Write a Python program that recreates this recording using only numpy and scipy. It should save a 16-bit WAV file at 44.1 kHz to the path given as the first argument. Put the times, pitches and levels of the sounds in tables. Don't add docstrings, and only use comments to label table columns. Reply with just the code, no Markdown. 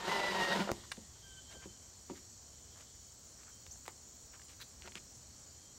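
import sys
import numpy as np
from scipy import signal
from scipy.fft import rfft, irfft
from scipy.io import wavfile
from scipy.ndimage import uniform_filter1d, map_coordinates

SR = 44100
rng = np.random.default_rng(int(sys.argv[2]) if len(sys.argv) > 2 else 0)


def undo_db(level):
    steps = np.asarray(level, float) / 20
    return 10 ** steps


def transcribe(signal):
    frames = np.atleast_2d(signal).T
    limited = np.clip(frames, -1, 1)
    pcm = np.round(limited * 32767).astype(np.int16)
    wavfile.write(sys.argv[1], SR, pcm)


N = 254885


def unit(x):
    return x / np.sqrt(np.mean(x ** 2) + 1e-20)


def along(points, hz):
    f, v = np.transpose(points)
    return np.interp(np.log(hz + 1), np.log(f + 1), v)


def curves(rows):
    s, *cols = np.transpose(rows)
    return [np.interp(np.arange(N) / SR, s, c) for c in cols]


def gate(start, stop, attack, release):
    t = np.arange(N) / SR
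    return np.clip(np.minimum((t - start) / attack, 1 + (stop - t) / release), 0, 1)


def bump(peak, width):
    return np.exp(-((np.arange(N) / SR - peak) / width) ** 2)


def wobble(rate):
    coarse = np.arange(0, N + 32, 32)
    knots = rng.standard_normal(int(N * rate / SR) + 4)
    return np.interp(np.arange(N), coarse, map_coordinates(knots, [coarse * rate / SR]))


def hiss(spectrum, patchy_db):
    hz, _, z = signal.stft(rng.standard_normal(N + SR), SR, nperseg=2048)
    field = uniform_filter1d(rng.standard_normal(z.shape), 20, 0)
    field = uniform_filter1d(field, 4, 1)
    gain = undo_db(along(spectrum, hz)[:, None] + patchy_db * unit(field))
    return unit(signal.istft(z * gain, SR, nperseg=2048)[1][:N])


def resonate(x, hz, breadth):
    q = hz / np.clip(breadth * hz, 5, .4 * SR)
    return signal.lfilter(*signal.iirpeak(hz, q, SR), x)


def line(turns, unsteady_db, slip):
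    size = np.sqrt(2) * undo_db(unsteady_db * wobble(40.32))
    return size * np.sin(2 * np.pi * turns + slip * wobble(59.74))


def traffic():
    # f/Hz, level/dB per Hz
    road_spectrum = [(15, -38), (25, -31), (65, 2), (142, -8.5), (182, -13), (238, -11.5), (299, -15),
                     (642, -18.5), (1660, -24.5), (3500, -30), (4550, -83), (7700, -120)]
    return undo_db(-61.5 + 0.6 * wobble(3.9)) * hiss(road_spectrum, patchy_db=0.5)


def chorus():
    # f/Hz, level/dB per Hz
    chorus_spectrum = [(2600, -50), (3600, -19), (4340, -6), (4980, -11.5), (5670, -1.5), (6370, -4),
                       (7090, -1.5), (8100, -5), (8600, -13.5), (9500, -23.5), (10450, -28.5),
                       (11900, -19.5), (13500, -24.5), (15600, -33)]
    return undo_db(-58.5) * hiss(chorus_spectrum, patchy_db=1.36)


def far_cicada():
    # f/Hz, level/dB per Hz
    drone_spectrum = [(2500, -34), (3050, 5.5), (3500, 0), (3850, -5.5), (4400, -32)]
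    # peak t/s, level/dB, half width/s
    swells = [
        (1.4, 10.5, .3),
        (2.0, 2, 0.27),
        (2.8, 8.5, 0.22),
    ]
    drone_db = -78.5 + sum(db * bump(s, width) for s, db, width in swells)
    return undo_db(drone_db) * hiss(drone_spectrum, patchy_db=1.2)


def katydid():
    # f/Hz, level/dB per Hz
    scrape_spectrum = [(12500, -40), (14300, -9), (15300, 3), (15700, 4), (17000, 0.5)]
    # base level/dB, swell/dB, peak t/s, half width/s
    base_db, swell_db, peak_s, width_s = (-91, 8, 4, 1.2)
    t = np.arange(N) / SR
    strokes_hz, slowing = 17.255, .1252
    strokes = .51 + strokes_hz * t - slowing * t ** 2 / 2
    song_db = base_db + swell_db * bump(peak_s, width_s) + 17.5
    return undo_db(song_db) * (.5 + .5 * np.cos(2 * np.pi * strokes)) ** 1.1 * hiss(scrape_spectrum, patchy_db=2.5)


def near_cicada():
    # f/Hz, level/dB per Hz
    rib_spectrum = [(5000, -49), (6400, -33), (6950, 2), (7300, -14), (8200, -27), (8800, -38)]
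    # base level/dB, swell/dB, peak t/s, half width/s
    base_db, swell_db, peak_s, width_s = (-62.5, -10, -1.2, -2)
    t = np.arange(N) / SR
    pulses_hz, drift_pulses, drift_s = 53.775, .8, 3.85
    pulses = .4 + pulses_hz * t + drift_pulses * np.cos(2 * np.pi * (t - 3.5) / drift_s)
    song_db = base_db + swell_db * bump(peak_s, width_s) + 1.1 * wobble(2.3)
    return undo_db(song_db) * (.5 + .5 * np.cos(2 * np.pi * pulses)) ** 0.48 * hiss(rib_spectrum, patchy_db=0.5)


def cricket(bouts, hz, length):
    t = np.arange(N) / SR
    chirps = [(s, db) for first, end, gap, db in bouts for s in np.arange(first, end, gap)]
    shape = undo_db(wobble(3.9)) * sum(undo_db(db) * np.exp(-((t - s) / length) ** 4) for s, db in chirps)
    pulses = 1 + 0.54 * np.cos(2 * np.pi * 123 * t + wobble(8))
    rasp = resonate(resonate(rng.standard_normal(N), hz, breadth=0.028), hz, breadth=0.028)
    return shape * pulses * unit(rasp)


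def crickets():
    # first t/s, end t/s, gap/s, level/dB
    low_bouts = [(.796, 1.9, .251, -76), (2.256, 2.9, .27, -77), (3.079, 5.7, .2306, -75.5)]
    high_bouts = [(1.209, 1.8, .252, -83), (2.03, 3.4, .252, -86), (3.505, 4.3, .231, -81),
                  (4.42, 5.7, .247, -83)]
    return cricket(low_bouts, hz=9100, length=0.039) + cricket(high_bouts, hz=10040, length=0.032)


def jay():
    # t/s, length/s, level/dB, fall of pitch/Hz
    notes = [
        (1.225, .17, -62, 26),
        (1.478, .16, -62, 16),
        (1.675, .075, -69, 4),
        (1.8, .07, -74, 4),
    ]
    start_hz, echo_hz, flutter_hz = 792, 776, 13
    opens_db, echo_dull_db = 14, -9
    out, t = np.zeros(N), np.arange(N) / SR
    for k, (s, length, db, sag_hz) in enumerate(notes):
        done, echo = np.clip((t - s) / length, 0, 1), k > 1
        pitch = (echo_hz if echo else start_hz) - sag_hz * done ** 1.5 + 2.5 * wobble(25)
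        turns = np.cumsum(pitch) / SR
        second = undo_db(db + opens_db * (np.sqrt(done) - 1) + 0.74 + echo * echo_dull_db)
        fourth = undo_db(db - 2.5) * (1 + .55 * np.cos(2 * np.pi * flutter_hz * (t - s - .015)))
        voice = second * line(2 * turns, unsteady_db=1.8, slip=.25)
        voice += second * undo_db(-19) * line(3 * turns, unsteady_db=2.5, slip=.4)
        voice += fourth * line(4 * turns, unsteady_db=1.8, slip=.5)
        voice += fourth * undo_db(-12) * line(6 * turns, unsteady_db=2.5, slip=.5)
        out += gate(s, s + length, attack=0.012, release=0.016) * voice
    return out


def far_whistles():
    # t/s, length/s, f/Hz, level/dB
    whistles = [(3.505, .06, 3155, -73), (3.585, .04, 3150, -79), (5.56, .15, 3215, -78)]
    out, t = np.zeros(N), np.arange(N) / SR
    for s, length, hz, db in whistles:
        out += gate(s, s + length, .03, .03) * undo_db(db) * line(hz * t, unsteady_db=1.6, slip=.25)
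    return out


def chip():
    # t/s, length/s, from f/Hz, to f/Hz, level/dB
    sweeps = [(3.709, .013, 5700, 6700, -47), (3.721, .009, 7000, 7600, -53),
              (3.733, .008, 6100, 7300, -54)]
    out, t = np.zeros(N), np.arange(N) / SR
    buzz = 1 + .6 * np.cos(2 * np.pi * 500 * t)
    for s, length, low, high, db in sweeps:
        turns = np.cumsum(low + (high - low) * np.clip((t - s) / length, 0, 1)) / SR
        tone = np.sin(2 * np.pi * turns) + 0.065 * np.sin(4 * np.pi * turns)
        out += gate(s, s + length, .003, .004) * buzz * undo_db(db) * tone
    return out


def yard(x):
    # f/Hz, t60/s
    decay = [(200, 0.43), (2000, 0.087), (10000, 0.59)]
    hz, t, z = signal.stft(rng.standard_normal(SR // 2), SR, nperseg=256)
    tail = signal.istft(z * undo_db(-60 * t / along(decay, hz)[:, None]), SR, nperseg=256)[1]
    return signal.fftconvolve(np.pad(x, (300, 0)), tail / np.linalg.norm(tail))[:N]


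def shell(x, modes):
    return sum(undo_db(db) * resonate(x, hz, width / hz) for hz, width, db in modes)


def hull(x):
    # f/Hz, width/Hz, level/dB
    skin_modes = [(193, 58, -0.5), (350.4, 37, -1.5), (518, 40, -11), (706, 46, -10), (928, 64, -3.5),
                  (1150, 74, -13), (1380, 110, -10)]
    return shell(x, skin_modes)


def fingers():
    # t/s, level/dB, centre f/Hz, length/s, breadth
    scuffs = [(0.783, -62, 690, 0.076, 1.8), (0.845, -59.5, 1240, 0.032, 0.69),
              (1.171, -67.5, 596, 0.055, 2.3), (1.521, -56.5, 1480, 0.052, 3.2),
              (1.551, -58, 466, 0.058, 1), (1.632, -57, 1360, 0.056, 1.7), (2.164, -72, 12000, 0.13, .8),
              (2.106, -58.5, 1200, 0.047, 4), (2.169, -60, 2000, 0.069, 1.7), (2.8, -61.5, 900, .1, 2.7),
              (3.414, -66.5, 1230, 0.11, 1.1), (3.482, -62.5, 1240, 0.064, 1),
              (3.891, -58, 1200, 0.031, 1.7), (4.345, -60, 1490, 0.045, 1.5),
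              (4.511, -59.5, 2240, 0.079, 2.9), (4.615, -55, 1660, 0.046, 1),
              (4.619, -54, 4000, 0.044, 0.26), (4.617, -58.5, 10000, 0.038, 1.2),
              (4.855, -57, 1350, 0.087, 1.4), (4.967, -49.5, 2000, 0.034, 1.8)]
    out, t = np.zeros(N), np.arange(N) / SR
    for s, db, hz, length, breadth in scuffs:
        part = slice(round((s - 1.5 * length) * SR), round((s + 1.5 * length) * SR))
        clumps = undo_db(4.1 * np.repeat(rng.standard_normal(SR // 2 // 50), 50))
        grains = rng.standard_normal(SR // 2) * clumps
        stroke = np.exp(-8 * ((t[part] - s) / length) ** 2)
        band = resonate(resonate(grains, hz, breadth), hz, breadth)
        out[part] += undo_db(db) * stroke * unit(band)[:len(stroke)]
    return out


def blows(rows, body, breadth, grit, grit_per_s):
    out, t = np.zeros(N + SR), np.arange(SR // 4) / SR
    for s, db, hz, t60 in rows:
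        noise = rng.standard_normal(len(t))
        push = (grit + grit_per_s * t60) * noise * undo_db(-60 * t / t60)
        push[0] = -1
        ring = body(resonate(resonate(push, hz, breadth), hz, 2 * breadth))
        out[round(s * SR):][:len(t)] += undo_db(db) * ring / np.max(np.abs(ring))
    return out[:N]


def clicks():
    # t/s, peak level/dB, centre f/Hz, grit t60/s
    ticks = [(.97, -46.5, 1940, .018), (1.654, -44, 2800, 0.0072), (3.433, -51, 3000, 0.02),
             (3.757, -52, 1300, .014), (3.855, -48, 1490, 0.019), (3.88, -32.5, 1080, 0.0055),
             (3.897, -56, 1400, 0.0091), (4.396, -49, 1630, 0.033), (4.484, -50, 3200, 0.015),
             (4.822, -36, 2880, 0.005), (4.862, -43, 4000, .006), (4.868, -47, 3500, .006),
             (4.875, -38.5, 2120, 0.018), (4.882, -39, 2470, .008), (4.921, -40, 2800, 0.0067),
             (4.955, -30, 2880, .006), (4.968, -54, 2900, .011), (4.979, -41, 2500, 0.016)]
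    # t/s, peak level/dB, centre f/Hz, grit t60/s
    snaps = [(.632, -43, 11000, 0.0035), (.918, -42, 800, 0.023), (.7165, -20.5, 3000, 0.003),
             (.7172, -22.5, 125, 0.0039), (2.094, -55, 1200, .016), (2.811, -45, 4000, .008),
             (3.665, -42.5, 1200, 0.011), (3.862, -43, 2200, 0.02), (3.879, -39.5, 3560, 0.018),
             (4.417, -45.5, 1980, 0.026)]
    narrow = blows(ticks, lambda x: x, breadth=0.81, grit=0.069, grit_per_s=19.0)
    return narrow + blows(snaps, lambda x: x, breadth=2.05, grit=.03, grit_per_s=34.0)


def knocks():
    # t/s, peak level/dB, contact f/Hz, grit t60/s
    bumps = [(.565, -34, 347, .07), (.593, -27, 207, .04), (.674, -31.5, 726, 0.12),
             (.692, -24, 890, 0.018), (.701, -23.5, 670, 0.028), (.717, -31, 294, 0.01),
             (.745, -59, 396, .06), (.975, -42, 219, 0.16), (1.657, -42.5, 306, 0.018),
             (1.662, -45.5, 198, 0.088), (1.547, -52, 200, 0.087), (2.099, -36, 368, 0.0098),
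             (2.104, -37.5, 241, 0.17), (3.881, -43, 520, 0.025), (4.845, -50.5, 336, 0.23),
             (4.875, -44, 600, .033), (4.955, -47, 226, 0.081)]

    def struck(x):
        return resonate(0.29 * x + hull(x), hz=460, breadth=1.9)
    return blows(bumps, struck, breadth=0.97, grit=0.11, grit_per_s=0.37)


def trigger():
    # t/s, peak level/dB, centre f/Hz, grit t60/s
    contacts = [
        (.912, -50, 6000, 0.03),
        (.9168, -28, 2710, 0.033),
        (.921, -32, 4940, 0.018),
    ]
    # f/Hz, width/Hz, level/dB
    housing_modes = [(1350, 760, 6), (1880, 130, 1), (2900, 380, -6), (3720, 300, 3), (4830, 610, -5),
                     (6860, 500, -15), (8600, 520, -2)]
    return blows(contacts, lambda x: 0.14 * x + shell(x, housing_modes), breadth=1.8, grit=0.23, grit_per_s=5.0)


def hull_hum(turns):
    t = np.arange(N) / SR
    null_s, beat_s = .267, .215
    beat = np.sin(np.pi * (t - null_s) / beat_s) * gate(0, .615, 0.056, 0.057)
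    return undo_db(-56.5 + 25.5 * np.minimum(t, 1)) * beat * line(turns, unsteady_db=2.5, slip=0.46)


def gear_whine(turns):
    # multiple of shaft speed, level/dB
    mesh_orders = [(15, -11), (20, -11.5), (25, -16), (11, -16), (9, -14)]
    t = np.arange(N) / SR
    bites_s, catch_s, through_s = .08, .335, .53
    cutting = gate(bites_s, through_s, .02, .02) * (1 - bump(catch_s, .016) ** .5) * undo_db(1.5 * wobble(120))
    idle = undo_db(-56) * gate(-1, .615, 1, 0.034)
    whine = idle + undo_db(-47 + 9 * np.minimum(t, 1)) * cutting
    overtones = sum(undo_db(db) * line(k * turns, unsteady_db=3, slip=1.6) for k, db in mesh_orders)
    return whine * (line(10 * turns, unsteady_db=1.8, slip=.35) + overtones)


def unbalance(turns):
    return 1 + 0.039 * np.cos(2 * np.pi * turns)


def cut(turns):
    # multiple of shaft speed, level/dB
    cut_orders = [(2, -13), (3, -8.5), (4, -9.5), (5, -7.5), (7, -13)]
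    # f/Hz, level/dB per Hz
    chatter_spectrum = [(94, -33), (160, -11), (198, -10.5), (260, -15.5), (379, -3), (818, -4), (948, 0),
                        (1200, -7.5), (1350, -6), (2400, -9.5), (3120, -9), (5280, -120)]
    orders = sum(undo_db(db) * line(k * turns, unsteady_db=2.5, slip=.7) for k, db in cut_orders)
    chips = undo_db(2.4 * wobble(250))
    chatter = unit(unbalance(turns) * chips * hiss(chatter_spectrum, patchy_db=1.4))
    return undo_db(-2.5) * orders + undo_db(-1.5) * chatter + undo_db(-8.5) * unit(hull(chatter))


def motor_fan(turns):
    # f/Hz, level/dB per Hz
    fan_spectrum = [(940, -12.5), (1600, -20), (1870, -2), (2610, -20.5), (2820, -6.5), (3790, -5),
                    (4420, -7), (9240, -21), (10400, -30), (12400, -25), (15800, -40)]
    return unbalance(turns) * hiss(fan_spectrum, patchy_db=0.5)


def drill():
    # t/s, shaft f/Hz
    shaft_speed = [(0, 180), (.075, 185), (.11, 203), (.18, 199.5), (.322, 197), (.338, 190.5),
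                   (.47, 185.5), (.54, 189), (.59, 197)]
    # t/s, cutting level/dB
    bit_load = [(0, -48), (.09, -39.5), (.17, -40), (.39, -40.5), (.435, -37.5), (.48, -42), (.516, -38.5),
                (.6, -39.5), (.67, -51)]
    t, (cut_db,) = np.arange(N) / SR, curves(bit_load)
    cut_ends_s = bit_load[-1][0]
    fan_db = max(cut_db) - 5 + 0.92 * (cut_db - max(cut_db))
    catching = 1 + .0035 * wobble(45)
    turns = np.cumsum(curves(shaft_speed)[0] * catching) / SR
    chuck = undo_db(1.06 * np.cos(2 * np.pi * turns / 7.8) + 1.3 * wobble(30.9))
    working = hull_hum(turns) + gear_whine(turns) + chuck * undo_db(cut_db) * cut(turns)
    coasting = undo_db(-42 * np.clip(t - cut_ends_s, 0, None))
    fan = coasting * chuck * undo_db(fan_db) * motor_fan(turns)
    return gate(-1.7, cut_ends_s, 1, 0.1) * working + fan


def scene():
    background = traffic() + chorus() + far_cicada() + katydid() + near_cicada() + crickets()
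    far = jay() + far_whistles() + chip()
    near = fingers() + clicks() + knocks() + trigger() + drill()
    mono = background + far + near + yard(undo_db(-11.5) * near + undo_db(-6.5) * far)
    return np.array([mono, mono])


def low_pass(x):
    return signal.sosfilt(signal.butter(12, 16410, fs=SR, output="sos"), x)


def record(dry):
    in_band = np.fft.rfftfreq(N, 1 / SR) < 15800
    return low_pass(irfft(rfft(dry) * in_band, N))


dry = scene()
out = record(dry)
transcribe(out)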